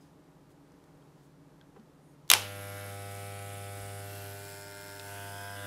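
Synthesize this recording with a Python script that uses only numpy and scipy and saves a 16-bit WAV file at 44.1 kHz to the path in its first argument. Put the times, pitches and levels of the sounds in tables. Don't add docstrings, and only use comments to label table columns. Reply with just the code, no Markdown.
import sys
import numpy as np
from scipy import signal
from scipy.fft import rfft, irfft, next_fast_len
from scipy.io import wavfile
from scipy.ndimage import uniform_filter1d, map_coordinates

SR = 44100
rng = np.random.default_rng(int(sys.argv[2]) if len(sys.argv) > 2 else 0)


def unload_audio(sound):
    columns = np.transpose(np.atleast_2d(sound))
    steps = np.round(np.clip(columns, -1, 1) * 32767)
    wavfile.write(sys.argv[1], SR, steps.astype(np.int16))


def level_to_linear(level):
    exponent = np.asarray(level, float) / 20
    return 10 ** exponent


N = 249606


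def clipper():
    # (time [s], roll [faces: 0 side, 1 blade plate, 2 back, 3 other side], grip [0-1],
    # nearness [dB])
    hand = [(2.5, 0, .72, -.3), (2.7, 0, .68, .3), (2.84, 0, .75, .5), (2.96, 0, .22, -.6),
            (3.5, .03, .2, -.6), (3.95, .2, .17, .3), (4.12, .45, .15, .6), (4.32, .55, .05, .7),
            (4.48, .88, 0, -.3), (4.77, 1, .3, -.9), (5.0, 1.08, .14, 0), (5.15, 1.62, .04, 1),
            (5.3, 1.7, 0, .8), (5.42, 1.95, .1, -.3), (5.54, 2.1, .2, -.5), (5.58, 2.5, .6, .8),
            (5.66, 2.55, .75, 1.5)]
    # (rattle [dB], sizzle [dB], loose case [dB],
    # hollow ring [dB], strength of the back stroke [0-1])
    faces = [(-57.5, -52.5, -57, -69.5, 0.99), (-57, -54, -54, -64.5, 0.35), (-55, -54.5, -55.5, -59, 0.92),
             (2, -1.5, 1, 14, -.3)]
    roll, grip, near_db = curves(hand)
    side, plate, rear, other = blend(roll, count=4)
    share = np.array([side + other, plate, rear, grip])
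    rattle_db, sizzle_db, loose_db, hollow_db, back = np.transpose(faces) @ share
    stroke_hz, first_stroke_s = 99.99, 2.3425
    cycle = stroke_hz * (np.arange(N) / SR - first_stroke_s)

    late = .0025 * wobble(60)
    stops = np.diff(np.floor(cycle + late), prepend=0).clip(0, 1)
    blows = 75 * np.clip(.8 - back, 0, 1) * stops
    sound = np.sqrt(2) * (magnet_hum(cycle, share) + case_buzz(cycle, share, roll))
    sound += loose_case(loose_db, hollow_db)
    sound += level_to_linear(rattle_db) * blade_rattle(cycle, roll, back, blows)
    sound += level_to_linear(sizzle_db) * blade_sizzle(cycle, roll, grip * side, back, blows)
    start_up = np.clip((cycle + 1.7) / 0.98, 0, 1)
    return start_up * level_to_linear(near_db) * sound


# (level from side [dB], from blade plate [dB], from back [dB], change under a full grip [dB])
CASE_ORDERS = [(-44, -54.5, -48.5, -3), (-61, -73, -61.5, 0), (-71, -68.5, -67.5, 10.5),
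               (-55.5, -53, -61.5, -9), (-53, -64, -58, 0), (-55.5, -56, -59, 5.5),
               (-50.5, -59.5, -48, -9.5), (-52.5, -66, -62, -7.5), (-74, -57, -55, -3),
               (-75, -73, -56, 11.5), (-68, -78, -68, 3), (-65.5, -75, -63.5, 2.5), (-55.5, -77.5, -64, -7),
               (-66.5, -60.5, -62.5, 14), (-59.5, -58.5, -53, -3.5), (-74.5, -63.5, -53.5, 20.5),
               (-71, -66, -67, 10), (-70.5, -70, -79, 10.5), (-64, -74, -68, -9.5), (-62.5, -74.5, -64, 3),
               (-82, -63, -76, 5), (-63.5, -75, -74, 3), (-62, -97, -80, -14), (-69, -63, -96, -14),
               (-91, -86, -60.5, -14), (-69, -104, -74, -4)]


def magnet_hum(cycle, share):
    plate = share[1]
    aim = share * [1 + plate, plate, 1 + plate, np.ones(N)]
    return -level_to_linear(CASE_ORDERS[0] @ aim) * np.cos(2 * np.pi * (cycle + .15))


def case_buzz(cycle, share, roll):
    buzz = np.zeros(N)
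    for k, face_db in enumerate(CASE_ORDERS[1:], 2):
        spread = rng.normal(0, .4 * (k / 12) ** 3)
        turning = rng.normal(0, .05) * (2 * roll - share[3])
        slip = spread + .005 * k * wobble(12) + turning
        level = level_to_linear(face_db @ share + 0.018 * k * wobble(7.7))
        buzz -= level * np.cos(2 * np.pi * (k * cycle + slip))
    return buzz


def loose_case(loose_db, hollow_db):
    # (frequency [Hz], density [dB per Hz])
    whirr_colour = [(150, -42), (300, -28), (800, -8), (1150, -13), (1600, -12), (2400, -9.5),
                    (3500, -13.5)]
    whirr = level_to_linear(loose_db + wobble(10)) * coloured(rng.standard_normal(N), whirr_colour)
    hollow = peak(1593, width_hz=540)
    ring = unit(filtered(rng.standard_normal(N), lambda f: hollow(f) ** 2))
    return whirr + level_to_linear(hollow_db + wobble(10)) * ring


def blade_rattle(cycle, roll, back, blows):
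    # (frequency [Hz], density [dB per Hz])
    rattle_colours = [
        [(1410, -23), (2400, 2), (3600, -0.5), (4200, -3.5), (4700, -6), (5200, -2), (5850, -13), (7000, -31),
         (9100, -37), (15400, -120)],
        [(1410, -26), (2400, -20), (2710, 7), (2940, 0), (3310, 1), (4180, -6), (5260, -2.5), (7000, -17),
         (9100, -23), (15400, -120)],
        [(1410, -34), (2400, -4), (3900, -0.5), (4330, 4.5), (4700, -4), (5050, 9.5), (5450, 5.5), (5950, -14),
         (9100, -42.5), (15400, -120)],
        [(1410, -31), (2400, -3.5), (3130, -2), (3400, -3), (4000, -19), (4660, -5.5), (6290, -18), (7000, -21),
         (9100, -39), (15400, -120)],
        [(1410, -40), (2500, -11), (3300, 5.5), (3690, -3), (4350, -13), (5120, 5.5), (5670, -7), (7000, -29),
         (9100, -38.5), (15400, -120)],
        [(1410, -38), (2400, -9), (3020, 0), (3510, 3), (4220, -11), (5000, -5), (6010, -22.5), (7000, -29),
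         (9100, -46), (15400, -120)],
    ]
    rattle_poses = [(0, 0), (.45, 1), (.55, 1), (.85, 2), (1.1, 2), (1.62, 3), (1.82, 4), (2.15, 4),
                    (2.5, 5)]
    weight = blend(np.interp(roll, *np.transpose(rattle_poses)), count=6)
    knocks = strokes(cycle, back, lag=0, sharp=4, rest=.8 * back, scatter_db=1)
    return blade(cycle, weight, rattle_colours, repeat=1.2, drift=.9, gate=knocks, blows=blows, patchy_db=.8)


def blade_sizzle(cycle, roll, full_hand, back, blows):
    # (frequency [Hz], density [dB per Hz])
    sizzle_colours = [
        [(3820, -23), (6500, -11), (7620, -15), (9130, -9), (10000, -10), (11400, -1), (13800, -23),
         (15100, -24), (15700, -31)],
        [(3820, -46), (6500, -13), (8480, -0.5), (9230, -2), (10400, 0.5), (12100, -8), (13100, -10),
         (15100, -31), (15700, -24)],
        [(3820, -10), (6500, -9), (7050, -8), (7650, -4.5), (10700, -2.5), (11700, 0.5), (12300, 4),
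         (13600, -22), (15700, -32)],
        [(3820, -19), (6500, -13), (7700, -1), (8890, -8), (9610, -1.5), (11100, -9), (12000, -3), (13600, -24),
         (15700, -35)],
        [(3820, -26), (6500, -0.5), (6790, -14), (7290, 1), (9720, 3.5), (12200, 3), (13600, -13),
         (15100, -15.5), (15700, -10)],
    ]
    sizzle_poses = [(0, 1), (.2, 1.2), (.45, 2), (.55, 2), (.85, 3), (1.1, 3), (1.6, 4)]
    weight = blend(np.interp(roll, *np.transpose(sizzle_poses)) - 1.3 * full_hand, count=5)
    scrapes = strokes(cycle, .8 * back, lag=-.08, sharp=7, rest=.33, scatter_db=1.5)
    return blade(cycle, weight, sizzle_colours, repeat=0.13, drift=0.33, gate=scrapes,
                 blows=blows / 15, patchy_db=0.9)


def strokes(cycle, back, lag, sharp, rest, scatter_db):
    size = level_to_linear(scatter_db * rng.standard_normal((2, N * 101 // SR + 2)))

    def swell(at):
        return np.exp(sharp * (np.cos(2 * np.pi * (cycle - at)) - 1))

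    def index(at):
        return np.clip(np.floor(cycle - at + .5).astype(int), 0, None)

    forth = size[0, index(lag)] * swell(lag)
    return rest + forth + back * size[1, index(lag + .43)] * swell(lag + 0.39)


def blade(cycle, weight, colours, repeat, drift, gate, blows, patchy_db):
    stroke = np.clip(cycle + .5, 0, None).astype(int)
    place = ((cycle + .5) % 1 * 441).astype(int)
    same = rng.standard_normal((len(colours), 442))[:, place]
    fresh = rng.standard_normal((stroke[-1] + 1, 442))
    slow = unit(uniform_filter1d(fresh, size=14, axis=0))[stroke, place]
    loose = drift * slow + rng.standard_normal(N)
    sound = np.zeros(N)
    for w, s, colour in zip(weight, same, colours):
        sound += w * coloured((repeat * s + loose) * gate + blows, colour)
    return patchy(sound, patchy_db)


def patchy(x, patchy_db):
    z = signal.stft(x, nperseg=512)[2]
    field = uniform_filter1d(rng.standard_normal(z.shape), size=3, axis=0)
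    field = unit(uniform_filter1d(field, size=50, axis=1))
    return unit(signal.istft(z * level_to_linear(patchy_db * field), nperseg=512)[1][:N])


def switch():
    # (time [s], rms at the loudest [dB], t60 of the crack [s])
    snaps = [
        (2.3008, -10.5, .010),
        (2.3143, -10.7, .010),
        (2.3356, -10.5, .009),
    ]
    # (frequency [Hz], density [dB per Hz])
    snap_colours = [
        [(180, -61), (300, -35), (2070, -8.5), (2850, -4.5), (3740, 3), (4810, -13), (6290, -1.5),
         (8370, -10.5), (13600, -10.5), (15300, -15.5), (16700, -59)],
        [(180, -51), (300, -39), (809, -6.5), (2410, -7.5), (2950, 0.5), (4130, -10), (6190, -9), (6620, -15),
         (11300, -6.5), (14600, -15), (16700, -60)],
        [(180, -48), (300, -18), (1640, -8.5), (2110, -1), (4730, -9), (5320, -2), (6960, -20), (8950, -3.5),
         (9900, -12), (15300, -19), (16700, -45)],
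    ]
    # (delay [s], level [dB])
    walls = [(.0025, -15), (.0065, -17)]
    hold_s, rise_s, echo_db = .0012, 0.00037, -8
    x, t = np.zeros(N), np.arange(SR // 2) / SR
    for (s, db, t60), colour in zip(snaps, snap_colours):
        fall = level_to_linear(-60 * np.clip(t - hold_s, 0, None) / t60)
        crack = rng.standard_normal(len(t)) * fall * (1 - np.exp(-t / rise_s))
        crack = np.roll(evened(crack, size=350), 88)
        snap = coloured(crack, colour) * np.clip(t / .0003 - 6, 0, 1)
        near = sum(level_to_linear(g) * np.roll(filtered(snap, peak(3000, 4170)), round(d * SR)) for d, g in walls)
        loudest = uniform_filter1d(snap ** 2, size=110).max()
        crest_db = 10 * np.log10(np.max((snap + near) ** 2) / loudest)
        x = add_at(x, s - .002, db + crest_db, snap + near)
        x = add_at(x, s, db + echo_db, room())
    return x


def room():
    # (frequency [Hz], density [dB per Hz])
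    echo_colour = [(180, -41.5), (300, -10), (582, -5.5), (722, -6), (852, 2), (1680, -7.5), (3000, -2.5),
                   (4310, -8.5), (6210, -7.5), (11300, -13.5), (15700, -30)]
    # (frequency [Hz], t60 [s])
    decay = [(200, 0.47), (1000, 0.28), (3000, 0.46), (8000, 0.29), (15000, 0.45)]
    hz, t, z = signal.stft(coloured(rng.standard_normal(SR // 2), echo_colour), SR, nperseg=256)
    tail = signal.istft(z * level_to_linear(-60 * t / along(decay, hz)[:, None]), SR, nperseg=256)[1]
    t = np.arange(len(tail)) / SR
    far_wall = level_to_linear(5 * np.exp(-((t - .0165) / .0035) ** 2))
    return tail * np.clip(t / 0.01, 0, 1) * far_wall


def fingers():
    # (time [s], peak [dB], frequency [Hz], width [Hz], t60 [s])
    ticks = [(.004, -61.5, 5000, 5000, 0.36), (0.719, -61, 5330, 2200, 0.022),
             (.84, -59, 6000, 9000, 0.018), (1.022, -67, 3200, 300, .03), (1.612, -51, 3300, 1300, 0.012),
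             (1.611, -58, 1580, 300, 0.034), (1.761, -49, 786, 696, 0.092), (1.768, -47, 420, 80, 0.049),
             (1.79, -48, 220, 50, 0.15), (1.797, -62, 3200, 2000, .02), (2.278, -48, 5000, 8000, 0.016),
             (2.855, -43, 513.4, 700, 0.087), (5.565, -43, 3000, 2000, 0.068), (3.799, -51.5, 60, 40, .3),
             (4.9963, -30.5, 3700, 4500, 0.0087), (4.9965, -44, 2590, 600, .025)]
    # (start [s], length [s], level [dB], frequency [Hz], width [Hz])
    rubs = [
        (2.29, .0063, -56, 3100, 8000),
        (2.292, .0093, -66, 3100, 4400),
        (.49, .045, -74.5, 5100, 9000),
        (1.22, .06, -80, 8000, 6000),
        (1.1, .26, -79, 4000, 6400),
        (1.99, .19, -80.5, 9300, 1300),
        (2.0, .2, -88, 6600, 220),
        (2.06, .11, -86, 12000, 1500),
    ]
    x, t = np.zeros(N), np.arange(SR // 2) / SR

    def skin_hiss(hz, width_hz):
        noise = filtered(rng.standard_normal(len(t)), peak(hz, width_hz))
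        return unit(filtered(noise, peak(hz, 2 * width_hz)))

    for s, db, hz, width_hz, t60 in ticks:
        ring = np.sqrt(SR / width_hz / 40) * np.sin(2 * np.pi * hz * t)
        envelope = level_to_linear(-60 * t / t60) * (1 - np.exp(-t / (0.016 * t60)))
        x = add_at(x, s, db, (ring + skin_hiss(hz, width_hz)) * envelope)
    for s, length, db, hz, width_hz in rubs:
        stroke = np.sin(np.pi * np.clip(t / length, 0, 1))
        x = add_at(x, s, db + 13.5, skin_hiss(hz, width_hz) * stroke)
    return x


def background():
    # (frequency [Hz], density [dB per Hz])
    air_colour = [(15, -60), (25, -14.5), (92, -9), (145, -12.5), (170, -1.5), (223, -11), (285, -5),
                  (405, -8.5), (607, -14.5), (677, -17.5), (818, -14), (2550, -30.5), (11300, -38),
                  (14800, -42.5), (16000, -68)]
    # (frequency [Hz], width [Hz], level [dB])
    drone = [(140.5, 4, -66.5), (157, 6.4, -65), (282.3, 6, -65.5), (619, 3.58, -78)]
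    t = np.arange(N) / SR
    sound = level_to_linear(-60.5 + wobble(5.5) / 2) * coloured(rng.standard_normal(N), air_colour)
    for hz, width_hz, db in drone:
        swell = level_to_linear(2.4 * wobble(width_hz))
        sound += level_to_linear(db + 2) * swell * np.sin(2 * np.pi * hz * t + wobble(width_hz))
    return sound


def unit(x):
    return x / np.sqrt(np.mean(x ** 2) + 1e-20)


def along(points, hz):
    f, v = np.transpose(points)
    return np.interp(np.log(hz + 1), np.log(f + 1), v)


def curves(rows):
    s, *cols = np.transpose(rows)
    return [np.interp(np.arange(N) / SR, s, c) for c in cols]


def wobble(rate):
    at = np.linspace(0, N, num=2000)
    knots = rng.standard_normal(int(N * rate / SR) + 4)
    return np.interp(np.arange(N), at, map_coordinates(knots, [at * rate / SR]))


def filtered(x, response):
    m = next_fast_len(len(x) + 8192)
    return irfft(rfft(x, m) * response(np.fft.rfftfreq(m, 1 / SR)), m)[:len(x)]


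def coloured(x, spectrum):
    return unit(filtered(x, lambda f: level_to_linear(along(spectrum, f))))


def peak(hz, width_hz):
    return lambda f: 1j * f * width_hz / (hz * hz - f * f + 1j * f * width_hz)


def evened(x, size):
    z = rfft(x)
    return irfft(z / np.sqrt(uniform_filter1d(abs(z) ** 2, size)), len(x))


def blend(pose, count):
    pose = np.clip(pose, 0, count - 1)
    return [np.clip(1 - abs(pose - k), 0, 1) for k in range(count)]


def add_at(x, s, db, wave):
    start = round(s * SR)
    return x + np.pad(level_to_linear(db) * wave / abs(wave).max(), (start, N))[:N]


def scene():
    return (clipper() + switch() + fingers() + background())[None]


def top_cut(x):
    return signal.sosfilt(signal.butter(12, 16830, fs=SR, output="sos"), x)


def record(dry):
    def below(top_hz):
        return filtered(dry[0], lambda f: np.sin(np.pi / 2 * np.clip((top_hz - f) / 120, 0, 1)) ** 2)

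    low = below(15800)
    top = below(16880) - low
    attack = uniform_filter1d(abs(top), size=200) > level_to_linear(-60)
    mix = low + uniform_filter1d(1. * attack, size=100) * top
    return top_cut(mix[None])


dry = scene()
out = record(dry)
unload_audio(out)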